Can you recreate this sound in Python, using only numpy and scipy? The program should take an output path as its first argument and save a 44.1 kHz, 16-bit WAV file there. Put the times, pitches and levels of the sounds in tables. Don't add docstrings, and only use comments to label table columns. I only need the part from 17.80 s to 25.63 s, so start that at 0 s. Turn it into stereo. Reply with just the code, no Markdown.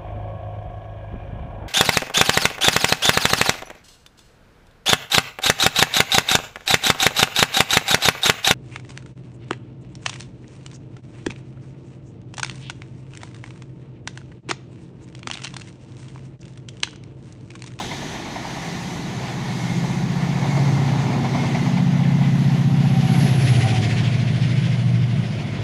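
import sys
import numpy as np
from scipy import signal
from scipy.fft import rfft, irfft, next_fast_len
from scipy.io import wavfile
from scipy.ndimage import uniform_filter1d, map_coordinates

SR = 44100
rng = np.random.default_rng(int(sys.argv[2]) if len(sys.argv) > 2 else 0)


def generate_wav(sig):
    pcm = np.round(np.clip(np.atleast_2d(sig).T, -1, 1) * 32767).astype(np.int16)
    wavfile.write(sys.argv[1], SR, pcm)


N = 345303

# frequency in Hz, strength in dB per Hz before levelling.
FLOOR_COLOUR = [(15, -42), (25, -22), (36, -2), (60, -1), (85, -0.5), (300, -45), (9000, -50),
                (15700, -48.5)]
# frequency in Hz, strength in dB per Hz before levelling.
RUMBLE_COLOUR = [(40, -72), (70, -13.5), (100, 0.5), (160, 5), (250, 2), (380, -1), (520, -13), (700, -44),
                 (1500, -120)]
# frequency in Hz, strength in dB per Hz before levelling.
RAIL_COLOUR = [(280, -44), (480, -8.5), (627, -4), (734, 0.5), (811, 0), (940, -2), (1330, -11.5),
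               (1500, -12.5), (1950, -47), (3300, -120)]
# frequency in Hz, strength in dB per Hz before levelling.
RAIL_BEHIND_COLOUR = [(280, -49), (480, -6), (673, -1.5), (803, -9), (986, -9.5), (1170, -12), (1500, -11),
                      (1950, -22), (3300, -120)]
# frequency in Hz, strength in dB per Hz before levelling.
WHEEL_COLOUR = [(760, -24), (1300, -21.5), (1460, -3.5), (1580, -9), (1720, 0), (2120, -1.5), (2660, -6.5),
                (3340, -7.5), (3790, -6.5), (5450, -11.5), (6240, -9), (6710, -12), (7920, -20.5),
                (11400, -27), (15600, -42)]
# frequency in Hz, strength in dB per Hz before levelling.
ENGINE_COLOUR = [(760, -46), (1300, -23), (1460, -6), (1620, -6), (2140, 0.5), (2370, -1.5), (2860, -2),
                 (3560, -4.5), (3830, -9), (4960, -11), (7140, -21.5), (9350, -32), (9950, -28),
                 (11400, -41), (15600, -60)]
# frequency in Hz, strength in dB per Hz before levelling.
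PUFF_COLOUR = [(30, -120), (60, -38), (95, 11), (140, 13), (190, 9.5), (260, 0.5), (400, -52), (900, -120)]

# time in seconds, rumble in dB, rail roar in dB, both before a fixed trim.
BODY_LEVELS = [(0, -40.5, -26), (.06, -39.5, -38.5), (.65, -41.5, -35), (1.15, -40, -36.5),
               (2.3, -38, -34.5), (2.6, -36.5, -31.5), (3.6, -33, -31.5), (4.05, -41.5, -35),
               (4.9, -38, -36.5), (5.15, -40.5, -36.5), (5.42, -33, -33.5), (5.65, -35, -35),
               (5.9, -32.5, -34.5), (6.3, -38.5, -37.5), (7.2, -41.5, -41), (7.83, -40, -38)]
# time in seconds, level in dB, extra brightness in dB above 4.5 kHz.
TREBLE_LEVELS = [(0, -35, 0.5), (.1, -37.5, 1.5), (.55, -37, 0), (1.4, -38, 1), (2.2, -37, 0.5),
                 (2.5, -35.5, -1.5), (3.65, -36, 0), (4.1, -37.5, -3), (4.75, -37.5, -1.5),
                 (4.9, -40, -1.5), (5.0, -38, -1.5), (5.45, -32, 3), (5.55, -34.5, 0), (5.68, -31, 2),
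                 (6.1, -31.5, 1.5), (6.45, -36, -0.5), (6.9, -35.5, 0), (7.08, -40, 1), (7.83, -39.5, 0.5)]
# start in seconds, peak in dB before a fixed trim,
# wheel ring in dB relative to that peak.
FLAT_KNOCKS = [(0.109, -12, -5), (0.216, -16, -12), (0.340, -17, -16), (0.395, -19, -17),
               (0.457, -13.5, -17), (0.555, -12.5, -12), (0.643, -15.5, -5), (0.765, -16, -12),
               (1.837, -24, -13), (2.035, -19, -17), (2.461, -15, -11), (2.639, -10.5, -17),
               (2.765, -9, -8), (2.872, -16, -14), (2.955, -17, -11), (3.128, -11.5, -21), (3.22, -19, -12),
               (3.327, -16, -5), (3.442, -8, -9), (3.544, -6, -9), (3.632, -9, -15), (3.745, -8.5, -2.5),
               (3.859, -11, -8), (3.968, -11, -4), (4.19, -15.5, -13), (4.296, -19, -11), (4.405, -15, -7),
               (4.766, -25, -13), (5.037, -19, -15), (5.132, -29, -13)]
# centre in Hz, width in Hz, time to fade by 60 dB in seconds.
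KNOCK_PARTS = [(800, 314, 0.11), (2130, 360, 0.087), (4200, 2100, 0.064)]
# time of passing in seconds, pitch in Hz before the slide,
# ring level in dB, upper ring level in dB.
WHEEL_RINGS = [(-.05, 2130, -48, -38.5), (.85, 2050, -45.5, -57), (1.849, 2150, -43, -49),
               (2.75, 2150, -41, -70), (3.65, 2110, -39.5, -50), (4.45, 2010, -43.5, -72)]
# time when loudest in seconds, level in dB before mixing, power of distance.
GEAR_HUMS = [(5.38, -37, 1.1), (5.9, -36.5, 2.1)]
BOGIE_PASSES = [5.47, 6.1]
# time in seconds, level in dB.
TURBO_LEVELS = [(3.8, -71), (4.3, -63), (4.9, -60.5), (5.25, -53), (5.45, -46), (5.76, -44.5), (6.16, -61),
                (6.65, -59), (7.83, -68)]

# time in seconds, level of the strongest orders in dB,
# orders below them in dB relative to that, orders above them in dB relative to that.
DRONE_LEVELS = [(0.1, -62, 11.5, 7), (0.6, -49.5, 4, 1), (0.95, -42.5, 0, 13), (1.4, -36.5, 3, 0),
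                (1.9, -31.5, 4.5, 7), (2.4, -24.5, -3, 1), (3.0, -21, 1, -5.5), (3.5, -29.5, 6, 3),
                (4.05, -21, -4, 2), (4.8, -19.5, -1, -0.5), (5.4, -21.5, 2, 3), (5.7, -19, 2, -9.5),
                (6.1, -25, 5.5, 1.5), (6.4, -21, -3, -2.5), (6.85, -23.5, -4, 0.5), (7.15, -18.5, -7, -6.5),
                (7.4, -24.5, -4, -4), (7.6, -37, 5, 7.5), (7.8, -32.5, 7, 0)]
# time in seconds, level in dB.
TOP_ORDER_LEVELS = [(0, -56), (2.0, -47.5), (2.6, -40.5), (3.5, -31), (5.3, -31.5), (5.7, -36),
                    (6.5, -32.5), (7.0, -41), (7.5, -33.5), (7.83, -40)]
ORDER_FAMILIES = [
    [5, 6, 7, 8],
    [9, 10],
    [11, 12, 13, 14],
    [15, 16, 17, 18],
]
FAMILY_BALANCE = [
    [-26.5, -32, -12.5, -3.5],
    [1, -16.5],
    [-3.5, -8, -10.5, -23.5],
    [0.5, -10, -4, -14],
]
# time in seconds, level in dB.
ECHO_LEVELS = [(0, -70), (6.0, -58), (6.4, -36), (6.7, -23), (6.95, -23.5), (7.2, -25), (7.4, -23),
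               (7.55, -48), (7.83, -46)]
ECHO_NUMBERS = [9, 10, 11, 12, 13]
ECHO_BALANCE = [-3.5, -21, -4.5, -14, -22]

# frequency in Hz, plain factor.
LEAN_SHARE = [(100, 0.019), (250, 0.13), (500, 0.79), (1000, 1.28), (2500, 1.2), (4500, 0.62), (5600, .05),
              (7200, .05), (8000, 2.1), (15000, 0.85)]
# frequency in Hz, level in dB.
UNRELATED_SIDE = [(25, -3), (45, -13), (70, -14), (140, -31), (250, -17.5), (500, -9), (1000, -9),
                  (2500, -8), (4500, -7.5), (5600, -18), (7200, -52), (8000, -7), (9500, 0), (15000, -7)]
# frequency in Hz, lead in radians.
PORT_LEAD = [(60, -0.5), (150, -.4), (700, -0.75), (1250, -0.9), (1950, .6), (3100, -0.0019), (4300, 0.74),
             (5700, .1), (7500, -.1), (9200, 1.8), (15000, 0)]
# time in seconds, left over right in dB before the share of the lean.
SIDE_LEAN = [(0, -7), (1.2, -6), (2.5, -4.5), (3.7, -6.5), (5.1, -0.5), (5.8, -8), (6.28, -9.5),
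             (7.2, -4.5), (7.83, -3.5)]

SPEED, TRACK, SOUND_SPEED = 25.5, 7, 343
CYCLE_HZ, PASS_S = 14.36, 5.72
FLOOR_DB = -46
COACH_S, COUPLING_S = 0.942, 0.02
SWELL_DB, SWELL_TOP_DB, SWELL_RAIL_DB = 0.3, 1.3, 0
FLICKER_DB, FLICKER_TOP_DB = 0.03, 0.3
CLATTER, CLATTER_S, CLATTER_FALL = 0.42, 5.95, 0.5
STROKE_S = 6.635
RATTLE_DB, KNOCK_RISE_S = -6, 0.0066
SING_SLIDE, SING_FALL = 0.6, 2.2
UPPER_RING_HZ = 3495
ABREAST_S, TURN_S, AHEAD = 5.75, 0.13, 0.23
TOP_HZ = 15710

TIME = np.arange(N) / SR


def amp(db):
    return 10 ** (np.asarray(db) / 20)


def unit(x):
    return x / np.sqrt(np.mean(np.abs(x) ** 2) + 1e-20)


def along(points, hz):
    f, v = np.transpose(points)
    return np.interp(np.log(hz + 1), np.log(f + 1), v)


def curves(rows):
    s, *cols = np.transpose(rows)
    return [np.interp(TIME, s, c) for c in cols]


def wobble(rate):
    coarse = np.arange(0, N + 64, 64)
    knots = rng.standard_normal(int(N * rate / SR) + 4)
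    return np.interp(np.arange(N), coarse, map_coordinates(knots, [coarse * rate / SR]))


def filtered(x, response):
    m = next_fast_len(N + SR // 2)
    return irfft(rfft(x, m) * response(np.fft.rfftfreq(m, 1 / SR)), m)[..., :N]


def rush(spectra, patchy_db):
    grains = signal.stft(rng.standard_normal((2, N)), nperseg=512)[2]
    field = rng.standard_normal(grains.shape[1:])
    field = uniform_filter1d(uniform_filter1d(field, 6, 0), 10, 1)
    pair = signal.istft(grains * amp(patchy_db * unit(field)), nperseg=512)[1][:, :N]
    return [unit(x) for x in filtered(pair, lambda hz: amp([[along(s, hz)] for s in spectra]))]


def narrow(hz, width_hz):
    carrier = 2 * np.pi * np.cumsum(hz) / SR
    slow = filtered(rng.standard_normal((4, N)), lambda f: 1 / (1 + (2 * f / width_hz) ** 4))
    return unit(slow[:2] * np.cos(carrier) + slow[2:] * np.sin(carrier))


def nearness(pass_s, fall):
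    return (TRACK / np.hypot(SPEED * (TIME - pass_s), TRACK)) ** fall


def doppler(pass_s):
    way = SPEED * (TIME - pass_s)
    return 1 / (1 + SPEED / SOUND_SPEED * way / np.hypot(way, TRACK))


def background():
    return amp(FLOOR_DB) * rush([FLOOR_COLOUR], patchy_db=1.0)[0]


def louder_strokes(cycles):
    depth = CLATTER * nearness(CLATTER_S, CLATTER_FALL) * amp(1.06 * wobble(2.7))
    turns = cycles - cycles[round(STROKE_S * SR)]
    return unit(1 + np.clip(depth, 0, 1) * np.cos(2 * np.pi * turns))


def roar(cycles):
    rumble_db, rail_db = curves(BODY_LEVELS)
    hiss_db, bright_db = curves(TREBLE_LEVELS)
    shake = wobble(15)
    near = 1 / (1 + np.exp((5.0 - TIME) / 0.95))
    bogies = (1 - near) * np.cos(2 * np.pi * (TIME - COUPLING_S) / COACH_S)

    def blend(coaches, locomotive):
        return unit((1 - near) * coaches + near * locomotive)

    rumble = amp(rumble_db + 6.5) * rush([RUMBLE_COLOUR], patchy_db=0.1)[0]

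    rail_noise = blend(*rush([RAIL_COLOUR, RAIL_BEHIND_COLOUR], patchy_db=0.98))
    rail = amp(rail_db - 1.27 + SWELL_RAIL_DB * bogies + 0.59 * shake) * rail_noise

    wheels, engine = rush([WHEEL_COLOUR, ENGINE_COLOUR], patchy_db=1.25)
    treble = blend(wheels, louder_strokes(cycles) * engine)
    top = filtered(treble, lambda hz: 1 / (1 + (4500 / (hz + 1)) ** 6))
    top_db = bright_db + SWELL_TOP_DB * bogies + FLICKER_TOP_DB * wobble(9)
    treble = treble + (amp(top_db) - 1) * top
    hiss = amp(hiss_db + SWELL_DB * bogies + 0.46 * shake + FLICKER_DB * wobble(12)) * treble
    return rumble + rail + hiss


def knocks():
    out = np.zeros((2, N + SR))
    t = np.arange(SR // 8) / SR
    rise = 1 - np.exp(-t / KNOCK_RISE_S)
    for start_s, db, ring_db in FLAT_KNOCKS:
        levels = (db, db + ring_db, db + ring_db + RATTLE_DB)
        for (hz, width_hz, t60), level in zip(KNOCK_PARTS, levels):
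            band = signal.butter(2, [hz - width_hz / 2, hz + width_hz / 2], "bandpass", fs=SR)
            burst = unit(signal.lfilter(*band, rng.standard_normal((2, len(t)))))
            fade = amp(level - 10.5 - 60 * t / t60)
            out[:, round(start_s * SR):][:, :len(t)] += fade * rise * burst
    return out[:, :N]


def singing_wheels():
    power = np.array([(amp(db) * nearness(s, SING_FALL)) ** 2 for s, _, db, _ in WHEEL_RINGS])
    pitches = [hz * doppler(s) ** SING_SLIDE for s, hz, _, _ in WHEEL_RINGS]
    ring_hz = sum(p * hz for p, hz in zip(power, pitches)) / power.sum(0)
    ring = np.sqrt(power.sum(0)) * narrow(ring_hz, 130)
    upper_level = sum(amp(upper_db) * nearness(s, SING_FALL) for s, _, _, upper_db in WHEEL_RINGS)
    return ring + upper_level * narrow(np.full(N, UPPER_RING_HZ), 1100)


def gear_hum():
    out = np.zeros((2, N))
    for (loudest_s, db, fall), pass_s in zip(GEAR_HUMS, BOGIE_PASSES):
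        hz = 728 * doppler(pass_s)
        tone = np.sin(2 * np.pi * np.cumsum(hz) / SR + 1.1 * wobble(11))
        mesh = amp(1.2 * wobble(9.8)) * (0.85 * narrow(hz, 40) + 0.83 * tone)
        out += amp(db) * nearness(loudest_s, fall) * mesh
    return out


def turbocharger():
    level = amp(curves(TURBO_LEVELS)[0] + 1.6 * wobble(13))
    return level * narrow(10150 * doppler(PASS_S + 0.04), 1600)


def orders(cycles, numbers, levels_db):
    def tone(k, drift):
        phase = 2 * np.pi * (k * cycles + rng.random())
        return np.sin(phase + drift * wobble(3) + 1.48 * wobble(0.829))

    out = np.zeros((2, N))
    for k, db in zip(numbers, levels_db):
        direct_and_scattered = np.array([tone(k, 0.39), tone(k, 0.94)])
        out += np.sqrt(2) * amp(db + 1.3 * wobble(5)) * direct_and_scattered
    return out


def exhaust(cycles):
    main_db, low_db, upper_db = curves(DRONE_LEVELS)
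    top_db = curves(TOP_ORDER_LEVELS)[0]
    levels = amp([main_db + low_db, main_db, main_db + upper_db, top_db])
    drone = np.zeros((2, N))
    for level, numbers, balance in zip(levels, ORDER_FAMILIES, FAMILY_BALANCE):
        drone += level * orders(cycles, numbers, balance)
    puffs = amp(-17) * np.linalg.norm(levels, axis=0) * rush([PUFF_COLOUR], patchy_db=1.2)[0]
    nearing = TIME * CYCLE_HZ / (1 - SPEED / SOUND_SPEED)
    echo = amp(curves(ECHO_LEVELS)[0]) * orders(nearing, ECHO_NUMBERS, ECHO_BALANCE)
    return drone + puffs + echo


def ports(pair, left_db):
    def ways(hz):
        return np.array([along(LEAN_SHARE, hz), 1j * np.tan(along(PORT_LEAD, hz) / 2),
                         amp(along(UNRELATED_SIDE, hz))])

    direct, scatter = pair
    leaning, phased, scattered = filtered(np.array([direct, direct, scatter]), ways)
    abreast = AHEAD + (1 - AHEAD) / (1 + np.exp((ABREAST_S - TIME) / TURN_S))
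    lean = (amp(left_db) - 1) / (amp(left_db) + 1)
    side = lean * leaning + abreast * phased + scattered
    return np.array([direct + side, direct - side])


def scene():
    cycles = np.cumsum(CYCLE_HZ * doppler(PASS_S)) / SR
    coaches = knocks() + singing_wheels()
    locomotive = gear_hum() + turbocharger() + exhaust(cycles)
    return ports(background() + roar(cycles) + coaches + locomotive, curves(SIDE_LEAN)[0])


def record(dry):
    return filtered(dry, lambda hz: hz < TOP_HZ)


dry = scene()
out = record(dry)
generate_wav(out)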